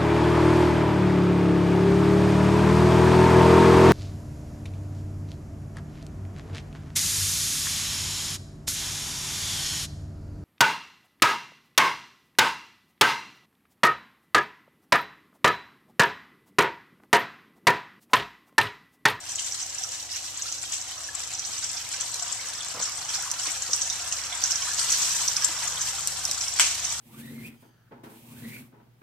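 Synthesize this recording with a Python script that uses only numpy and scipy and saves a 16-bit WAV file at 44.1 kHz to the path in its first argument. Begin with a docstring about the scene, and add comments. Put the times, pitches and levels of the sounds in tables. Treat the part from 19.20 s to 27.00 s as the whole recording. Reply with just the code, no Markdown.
"""A submersible pump sends water through a pipe into a big plastic tank under a greenhouse dome.
From the start, trapped air gurgles and fizzes, drops smack on the surface, and pump and fan hum.
From about two seconds someone shuffles closer and the gurgle grows. Near six seconds the jet surges
in a hiss of spray; just before the end something hard clacks once and the dome answers.
It is all heard through two small microphone ports, each ringing at its own treble pitch."""
import sys
import numpy as np
from scipy import signal
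from scipy.fft import rfft, irfft, next_fast_len
from scipy.io import wavfile
from scipy.ndimage import map_coordinates

SR = 44100
rng = np.random.default_rng(int(sys.argv[2]) if len(sys.argv) > 2 else 0)


def generate_wav(sig):
    """Save sig (samples, or channels by samples) to the path in sys.argv[1] as 16-bit PCM at SR."""
    pcm = np.round(np.clip(np.atleast_2d(sig).T, -1, 1) * 32767).astype(np.int16)
    wavfile.write(sys.argv[1], SR, pcm)


N = 343980

# Levels are fader settings within each layer; ride curves act as swings about their own mean.
# ride of the splashing where the jet lands: (time [s], level [dB])
FLOW_RIDE = [(0.0, -36), (0.37, -36), (0.85, -39.5), (1.21, -36.5), (1.87, -38), (2.37, -34.5), (3.65, -35),
             (4.78, -33.5), (5.04, -34.5), (5.65, -29), (5.76, -26), (5.97, -30), (6.36, -33), (7.0, -33.5),
             (7.54, -30.5), (7.8, -33)]
# ride of the gurgle, growing as the rim comes closer: (time [s], level [dB])
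GURGLE_RIDE = [(0.0, -50), (1.0, -53), (2.78, -48), (3.76, -45.5), (4.63, -46.5), (5.84, -42),
               (6.52, -42.5), (6.78, -46.5), (7.8, -46)]
# ride of the fine spray, thickest in the surge: (time [s], level [dB])
SPRAY_RIDE = [(0.0, -55.5), (0.35, -58), (1.17, -56), (1.74, -58), (3.06, -54.5), (3.6, -57.5), (3.95, -54),
              (5.06, -54), (5.45, -51), (5.82, -44), (6.34, -51.5), (7.8, -51.5)]
# air pockets deep under the jet: (lowest pitch [Hz], highest pitch [Hz], level [dB], share of ride)
GLUG_BANDS = [(465, 559, -64.5, 0.6), (579, 714, -61.5, 0.56), (702, 814, -59.5, 0.079)]
# slugs of water plunging in: (time [s], accent [dB])
WATER_SLUGS = [(0.185, 5), (0.60, 6), (0.74, 5), (0.961, 10.5), (1.26, 4.5), (1.535, 10.5), (2.13, 5.5),
               (2.82, 4.5), (3.06, 3.5), (3.63, 3.5), (3.93, 5), (4.26, 6), (4.87, 2), (5.31, 4),
               (6.45, 4.5), (6.68, 6.5), (7.23, 0.5)]
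# featured drops smacking the surface: (time [s], level [dB], pitch [Hz])
DROP_HITS = [(0.1096, -23, 7120), (0.1567, -13.5, 6950), (0.195, -17, 7450), (0.322, -17, 5810),
             (0.4254, -20, 6080), (0.6365, -14, 5800), (1.2217, -14.5, 6540), (1.3236, -18.5, 6270),
             (1.429, -17.5, 7300), (1.614, -18.5, 6350), (1.951, -14.5, 7840), (1.9959, -21, 7370),
             (2.0748, -21, 7740), (2.1505, -19, 6010), (2.1939, -15, 6060), (2.249, -15.5, 6100),
             (2.389, -17.5, 7900), (2.4435, -14.5, 7640), (2.4912, -19, 7480), (2.727, -19, 7460),
             (2.809, -13.5, 7450), (2.942, -18.5, 5900), (3.1258, -11.5, 7250), (3.4835, -20, 7300),
             (3.6144, -19, 7300), (3.6376, -16, 7340), (3.7727, -16.5, 8260), (4.1144, -11.5, 6360),
             (4.3178, -13.5, 7600), (4.5324, -6.5, 5350), (4.6179, -9.5, 6400), (4.6992, -13, 5750),
             (4.9237, -11.5, 6340), (5.238, -7, 6020), (5.2579, -12, 5990), (5.3185, -9, 5320),
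             (5.3567, -12.5, 5840), (5.5445, -14, 7500), (5.7024, -10.5, 6200), (6.0815, -6.5, 5930),
             (6.1659, -7, 5240), (6.2454, -3, 7500), (6.615, -12.5, 6340), (6.808, -23, 7680),
             (7.0525, -12, 5540), (7.1127, -11, 5070), (7.2104, -12, 5840), (7.338, -15.5, 7500)]
# featured bubbles that ring out: (time [s], level [dB], pitch [Hz])
PLINK_HITS = [(0.185, -16, 3150), (0.643, -31, 1280), (1.256, -31.5, 1420), (1.448, -23, 3700),
              (1.767, -32.5, 1264), (1.885, -31, 1760), (2.94, -19, 4000), (3.057, -29, 1620),
              (3.194, -24.5, 2230), (3.404, -22, 3330), (3.255, -29, 1700), (4.029, -30, 1500),
              (4.06, -27, 1100), (4.288, -24, 2380), (4.701, -18.5, 3780), (4.919, -21.5, 2880),
              (5.12, -22.5, 2240), (5.122, -18, 3470), (5.416, -20, 3200), (6.569, -21.5, 3280)]
# featured bubbles that burst: (time [s], level [dB])
SNAP_HITS = [(0.9272, -33), (1.5359, -37), (2.5323, -34), (2.7062, -41), (2.9433, -29), (4.0236, -28.5),
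             (4.1143, -25), (4.5633, -26.5), (5.3108, -28), (6.2439, -21), (6.8732, -18), (7.0512, -26),
             (7.112, -23.5)]
# contacts of the clack: (time [s], strength [dB], low-pass cutoff [Hz])
CLACK_CONTACTS = [(7.3892, -11, 7000), (7.3963, 1.5, 12000), (7.3982, 1.5, 2800), (7.398, -7, 7000),
                  (7.4057, -8.5, 10000)]
# modes of the hard object: (pitch [Hz], level [dB], t60 [s])
CLACK_RINGS = [(300, -36, 0.03), (1070, -29, 0.013), (1700, -17.5, 0.0096), (2240, -11.5, 0.0039),
               (3100, -8, 0.0029)]
# feet shuffling and bumping on the floor: (time [s], level [dB], thud pitch [Hz])
FOOTFALLS = [(2.294, -37, 303), (2.96, -41, 478), (3.546, -30.5, 500), (3.57, -32, 490),
             (3.598, -30.5, 483), (4.273, -35, 310), (4.489, -35.5, 505), (6.29, -33, 318),
             (7.09, -33.5, 603)]
# hum of the pump: (pitch [Hz], level [dB])
PUMP_TONES = [(97, -63.5), (120, -68.5), (301, -68)]
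# hum of the fan, louder near the tank: (time [s], fundamental [dB], octave [dB])
FAN_LEVELS = [(0, -66, -80), (1.3, -66, -75), (2.2, -62.5, -72.5), (3.2, -67.5, -66.5), (5.0, -59, -66),
              (5.5, -59, -63.5), (5.9, -59.5, -58.5), (6.8, -57, -56.5), (7.3, -57, -62), (7.8, -54.5, -58)]
# EQ of bubbles, spray, clack tail, scuffs and rumble: (frequency [Hz], level [dB])
BUBBLE_EQ = [(400, -50), (520, 7), (620, -5), (760, 16), (950, -1.5), (1250, 1.5), (1600, -2), (2100, -4),
             (2800, -2.5), (4000, -4), (5600, 3.5), (7600, 3.5), (9500, -5.5), (14000, 1)]
SPRAY_EQ = [(300, -7), (1000, -12), (3000, 2.5), (6000, 0.5), (10000, 1), (14000, 8.5)]
CLACK_TAIL_EQ = [(100, -30), (280, -9), (450, -23), (800, -7), (1200, -3), (1600, -0.5), (2800, 3),
                 (4000, -4.5), (7500, -7), (14000, -10)]
SCUFF_EQ = [(60, -14), (140, 1), (280, -4), (600, 1), (1200, 4), (3000, -33), (9000, -40)]
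RUMBLE_EQ = [(20, -23), (45, -6), (70, -1), (110, 3), (160, -3), (220, -5.5), (400, -7), (800, -1),
             (2000, -12.5), (10000, -31)]
# hollow resonances of the tank: (pitch [Hz], width [Hz], level [dB])
TANK_RESONANCES = [(495, 20, -8.5), (753, 39, -4), (1180, 210, -38.5), (1580, 120, -10.5)]
# the microphone's turn towards the tank: (time [s], delay at the left port [ms])
MIC_TURN = [(0, 0.065), (1.3, 0.073), (2.3, 0.047), (7.8, 0.024)]
# microphone ports, left then right: (resonance [Hz], width [Hz], roll-off [Hz])
MIC_PORTS = [(7680, 1385, 61000), (5906, 880, 8130)]


def stream(flow_db, heave_db, gush_hz=43):
    """The jet drags air under in gushes: pockets glug, big bubbles gurgle, smaller babble and fizz."""
    near_db, gush = swing(GURGLE_RIDE), drift(gush_hz)
    glugs = 0
    for low_hz, high_hz, db, share in GLUG_BANDS:
        pocket = bubbles(grains(per_s=130, spread_db=3.5), low_hz, high_hz, cycles=38, count=5)
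        glugs += pocket * from_db(db + share * near_db)
    gurgle = bubbles(grains(per_s=2200, spread_db=2.5), low_hz=904, high_hz=1978, cycles=20.4, count=24)
    babble = bubbles(grains(per_s=1000, spread_db=2.8), low_hz=2017, high_hz=4534, cycles=16.3, count=32)
    fizz = bubbles(grains(per_s=1600, spread_db=5), low_hz=4710, high_hz=13140, cycles=18.3, count=20)
    return (glugs
            + gurgle * from_db(-48 + 1.22 * near_db + 0.52 * heave_db + 1.53 * gush)
            + babble * from_db(-45.5 + 1.02 * flow_db + 0.99 * heave_db + 2 * gush)
            + fizz * from_db(-44.5 + 1.29 * flow_db + heave_db + 3 * gush))


def bubbles(clicks, low_hz, high_hz, cycles, count):
    """Each click rings a bubble of one of `count` sizes for a number of cycles; rms 1."""
    size_index = rng.integers(0, count, N)
    rings = sum(hz * eq_gain(BUBBLE_EQ, hz) * ring(clicks * (size_index == k), hz, cycles / hz)
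                for k, hz in enumerate(np.geomspace(low_hz, high_hz, count)))
    return rms_one(cut(rings, 0.81 * low_hz, "high", order=3))


def heave(slosh_hz=6.1):
    """The uneven jet heaves at random and now and then lets go a slug of water; in dB."""
    t = np.arange(N) / SR
    slugs_db = sum(db * burst(t - s, swell_s=.026, fall_s=.026) for s, db in WATER_SLUGS)
    return 0.62 * drift(slosh_hz) + slugs_db


def spray(heave_db):
    """Fine droplets crackle, merging into a smooth hiss as they thicken."""
    spray_db = swing(SPRAY_RIDE)
    per_s = 800 * from_db(2.6 * spray_db)
    crackle = grains(per_s, spread_db=3.5) / np.sqrt(np.minimum(per_s, SR))
    crackle *= from_db(2 * drift(12))
    return equalise(crackle, SPRAY_EQ) * from_db(-40.5 + 1.33 * spray_db + 0.77 * heave_db)


def drops(falls, ping_s=0.0002, scatter_s=0.0048, bubble_cycles=60, satellites=4):
    """A drop smacks with a tight ping and traps a tiny ringing bubble; satellites land around it."""
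    t = np.arange(SR // 40) / SR
    ping = t / ping_s * np.exp(1 - t / ping_s)
    out = np.zeros(N)
    for (s, db, hz), chance in zip(falls, rng.standard_normal((len(falls), satellites, 3))):
        bubble = from_db(-15) * fade(t, bubble_cycles / hz) * (1 - np.exp(-t / ping_s))
        envelope = from_db(-9.5) * ping + bubble
        add(out, s + .0006, from_db(db) * envelope * np.sin(2 * np.pi * hz * t))
        for when, size, detune in chance:
            satellite = np.sin(2 * np.pi * hz * np.exp(.1 * detune) * t) * ping
            add(out, s + .001 + scatter_s * when, from_db(db - 15 + 0.86 * size) * satellite)
    return out


def spatter(falls):
    """Around each drop a shower of droplets swells and dies, in proportion to the drop."""
    t = np.arange(-SR // 25, SR // 25) / SR
    shower = burst(t, swell_s=0.0069, fall_s=0.0043)
    level = np.zeros(N)
    for s, db, _ in falls:
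        add(level, s + 0.0017 + t[0], from_db(db - 26) * shower)
    droplets = grains(per_s=2700, spread_db=5)
    return level * bubbles(droplets, low_hz=4420, high_hz=10900, cycles=3.4, count=14)


def plinks(cycles=38, rise=0.059, attack_s=0.0024, detune=0.041, stagger_s=.0022, count=4):
    """An air pocket breaks into like-sized bubbles; each rings and bends up as it nears the surface."""
    t = np.arange(SR // 10) / SR
    attack = np.minimum(t / attack_s, 1)
    plop_db = -37 + 0.71 * swing(GURGLE_RIDE)
    pockets = PLINK_HITS + at_random(plop_db, per_s=7, spread_db=2.9, low_hz=1100, high_hz=3000)
    out = np.zeros(N)
    for (s, db, hz), chance in zip(pockets, rng.standard_normal((len(pockets), count, 2))):
        life_s = cycles / hz
        bend = 1 + rise * (np.minimum(t / life_s, 1) - .3)
        for k, (sharp, late) in enumerate(chance):
            pitch = hz * np.exp(detune * sharp) * bend
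            bubble = np.sin(2 * np.pi * np.cumsum(pitch) / SR) * fade(t, life_s) * attack
            add(out, s + stagger_s * (k + 0.304 * late), from_db(db + 0.5 - 1.6 * k) * bubble)
    return out


def snaps():
    """A bursting film gives one bright click; lesser ones come at random and grow with the spray."""
    clicks = grains(per_s=8, spread_db=2) * from_db(-38.5 + 0.6 * swing(SPRAY_RIDE))
    for s, db in SNAP_HITS:
        add(clicks, s + .0006, from_db(db) * signal.unit_impulse(2))
    return from_db(26.5) * cut(clicks, 8700, "high")


def clack(crunch_t60=0.0055, tail_t60=0.41, predelay_s=0.0027):
    """A few quick, gritty contacts crack and ring; the dome answers with a dense, dying wash."""
    t = np.arange(SR // 100) / SR
    force = np.zeros(N)
    for s, db, bright_hz in CLACK_CONTACTS:
        crunch = rms_one(rng.standard_normal(len(t)) * fade(t, crunch_t60)) / np.sqrt(len(t))
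        add(force, s, from_db(db) * cut(crunch, bright_hz, "low"))
    body = sum(cut(from_db(db) * ring(force, hz, t60), 0.77 * hz, "high") for hz, db, t60 in CLACK_RINGS)
    hit = from_db(9) * cut(force, 1580, "high") + body
    age = np.maximum(np.arange(N) / SR - CLACK_CONTACTS[1][0] - predelay_s, 0)
    wash = mid_side(noise(CLACK_TAIL_EQ), cut(noise(CLACK_TAIL_EQ), 2200, "high", order=1))
    tail = wash * fade(age, tail_t60) * (1 - fade(age, 0.0077))
    early = reflections(hit, first_s=0.01, t60=0.076, wide_hz=1500)
    return hit + from_db(-5) * early + from_db(-23) * tail


def steps(scuff_t60=0.1, thud_t60=0.094, attack_s=0.027):
    """Feet make soft, dull scuffs on the covered floor, each with a low thud."""
    t = np.arange(SR // 4) / SR
    scuff_level, thuds = np.zeros(N), np.zeros(N)
    for s, db, hz in FOOTFALLS:
        add(scuff_level, s - .004, from_db(db - 3.5) * fade(t, scuff_t60) * (1 - fade(t, attack_s)))
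        add(thuds, s, from_db(db - 9.5) * fade(t, thud_t60) * np.sin(2 * np.pi * hz * t))
    return scuff_level * noise(SCUFF_EQ) + thuds


def motors(fan_hz=72.8, growth_db_per_s=.7):
    """Pump and fan hum with a slight waver, over a bed of rumble that grows as the fan comes nearer."""
    t = np.arange(N) / SR
    fan_db, octave_db = in_time(FAN_LEVELS)
    hum = 0
    for hz, db in PUMP_TONES + [(fan_hz, fan_db), (2 * fan_hz, octave_db)]:
        level = np.sqrt(2) * from_db(db + 0.42 * drift(1.7))
        hum += level * np.sin(2 * np.pi * hz * t + 0.37 * drift(0.78))
    rumble = mid_side(noise(RUMBLE_EQ), from_db(-8.5) * noise(RUMBLE_EQ))
    return hum + from_db(-58.5 + growth_db_per_s * t) * rumble


def tank_hollow(x):
    """The air between the water and the rim rings at a few broad pitches."""
    out = 0
    for hz, width, db in TANK_RESONANCES:
        r = np.exp(-np.pi * width / SR)
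        feedback = [1, -2 * r * np.cos(2 * np.pi * hz / SR), r * r]
        out += from_db(db) * signal.lfilter(np.array([1, 0, -1]) * (1 - r * r) / 2, feedback, x)
    return out


def reflections(x, first_s, t60, wide_hz):
    """Dense dying echoes; long waves reach both ports alike, short ones spread wide."""
    t = np.arange(SR // 2) / SR
    onset = np.clip((t - first_s) * 1000, 0, 1)
    mid, side = rng.standard_normal((2, len(t))) * fade(t, t60) * onset
    echoes = rms_one(mid_side(mid, cut(side, wide_hz, "high", order=1))) / np.sqrt(len(t))
    return signal.fftconvolve(x[None], echoes, axes=1)[:, :N]


def wandering_echoes(x, first_s, t60, wide_hz, count):
    """Splashes land in ever different places, each with its own pattern of echoes."""
    shares = np.array([drift(25) for _ in range(count)])
    shares /= np.sqrt(np.sum(shares ** 2, axis=0))
    return sum(reflections(x * share, first_s, t60, wide_hz) for share in shares)


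def mic_turn(pair):
    """Sound from the right reaches the left port late; the lag shrinks as the microphone turns."""
    delay_ms, = in_time(MIC_TURN)
    left = map_coordinates(pair[0], [np.arange(N) - delay_ms * SR / 1000], order=3)
    return np.array([left, pair[1]])


def at_random(level_db, per_s, spread_db, low_hz, high_hz):
    """Scattered small events: rows of (time [s], level [dB], pitch [Hz])."""
    at = np.flatnonzero(rng.random(N) < per_s / SR)
    db = level_db + spread_db * rng.standard_normal(N)
    hz = low_hz * (high_hz / low_hz) ** rng.random(N)
    return list(zip(at / SR, db[at], hz[at]))


def grains(per_s, spread_db):
    """Random clicks of either sign, many small and a few large."""
    sizes = from_db(spread_db * np.minimum(rng.exponential(1, N), 4.5))
    return sizes * rng.choice([-1, 1], N) * (rng.random(N) < per_s / SR)


def drift(rate_hz, hop=40, warm_up=2000):
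    """Smooth random modulation; rms 1."""
    r = np.exp(-2 * np.pi * hop * rate_hz / SR)
    white = rng.standard_normal(N // hop + warm_up + 2)
    slow = signal.lfilter([1], [1, -2 * r, r * r], white)[warm_up:]
    return np.interp(np.arange(N) / hop, np.arange(len(slow)), rms_one(slow))


def ring(clicks, hz, t60):
    """Each click sets a dying sine ringing."""
    r, w = np.exp(-np.log(1000) / (t60 * SR)), 2 * np.pi * hz / SR
    return signal.lfilter([0, np.sin(w)], [1, -2 * r * np.cos(w), r * r], clicks + 1e-18)


def noise(eq):
    """Coloured noise; rms 1."""
    return equalise(rng.standard_normal(N), eq)


def equalise(x, eq):
    """Shape a sound with an EQ curve; rms 1."""
    return rms_one(irfft(rfft(x) * eq_gain(eq, np.fft.rfftfreq(N, 1 / SR)), N))


def eq_gain(eq, hz):
    """Gain of an EQ curve at given frequencies."""
    known_hz, db = np.transpose(eq)
    return from_db(np.interp(np.log(hz + 1e-9), np.log(known_hz), db))


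def cut(x, hz, kind, order=2):
    """Butterworth low- or high-pass."""
    return signal.sosfilt(signal.butter(order, hz, kind, fs=SR, output="sos"), x + 1e-18)


def fade(t, t60):
    """Exponential decay."""
    return np.exp(-np.log(1000) * t / t60)


def burst(t, swell_s, fall_s):
    """A quick swell up to time zero, then a dying away."""
    return np.exp(np.where(t < 0, t / swell_s, -t / fall_s))


def in_time(rows):
    """Each column of a curve, sample by sample."""
    s, *columns = np.transpose(rows)
    return [np.interp(np.arange(N) / SR, s, column) for column in columns]


def swing(ride):
    """A level ride about its mean, in dB."""
    db, = in_time(ride)
    return db - db.mean()


def add(track, s, sound):
    """Mix a short sound into a track at a given time."""
    start = int(np.clip(round(s * SR), 0, N - 1))
    track[start:start + len(sound)] += sound[:N - start]


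def mid_side(mid, side):
    """Mid and side to left and right."""
    return np.array([mid + side, mid - side])


def from_db(db):
    """Decibels to gain."""
    return 10 ** (np.asarray(db) / 20)


def rms_one(x):
    """Scale to unit power."""
    return x / np.sqrt(np.mean(x ** 2) + 1e-20)


def scene():
    """The water echoes briefly in the tank and longer under the dome; drops and snaps sit drier."""
    flow_db, heave_db = swing(FLOW_RIDE), heave()
    drizzle = at_random(-24 + 0.5 * flow_db, per_s=6.4, spread_db=1.2, low_hz=5460, high_hz=8360)
    falls = DROP_HITS + drizzle
    churn = stream(flow_db, heave_db) + spray(heave_db) + spatter(falls) + plinks()
    surface = drops(falls) + snaps()
    tank_send = churn + from_db(-7) * surface
    dome_send = churn + from_db(-5.5) * surface
    tank = wandering_echoes(tank_send, first_s=0.00023, t60=0.052, wide_hz=2200, count=6)
    dome = wandering_echoes(dome_send, first_s=0.0106, t60=0.62, wide_hz=1760, count=5)
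    over_rim = from_db(-4) * cut(churn, 4600, "low", order=1)  # the rim shades the treble
    direct = over_rim + tank_hollow(churn) + from_db(-3) * surface
    water = mic_turn(direct + from_db(-1.5) * tank + from_db(-5.5) * dome)
    return water + steps() + clack() + motors()


def record(dry, cutoff_hz=14300):
    """Each port rings as a small cavity; peaks over full scale clip, and the top is cut."""
    size = next_fast_len(N + SR // 10)
    s = 1j * np.fft.rfftfreq(size, 1 / SR)
    ports = []
    for hz, width, top_hz in MIC_PORTS:
        resonance = 1 / (1 + s * width / hz ** 2 + (s / hz) ** 2)
        roll_off = 1 / (1 + np.sqrt(2) * s / top_hz + (s / top_hz) ** 2)
        ports.append(resonance * roll_off)
    heard = irfft(rfft(dry, size) * np.array(ports), size)[:, :N]
    top_cut = signal.ellip(10, .2, 70, cutoff_hz, fs=SR, output="sos")
    return signal.sosfilt(top_cut, np.clip(heard, -1, 1))


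dry = scene()
out = record(dry)
generate_wav(out)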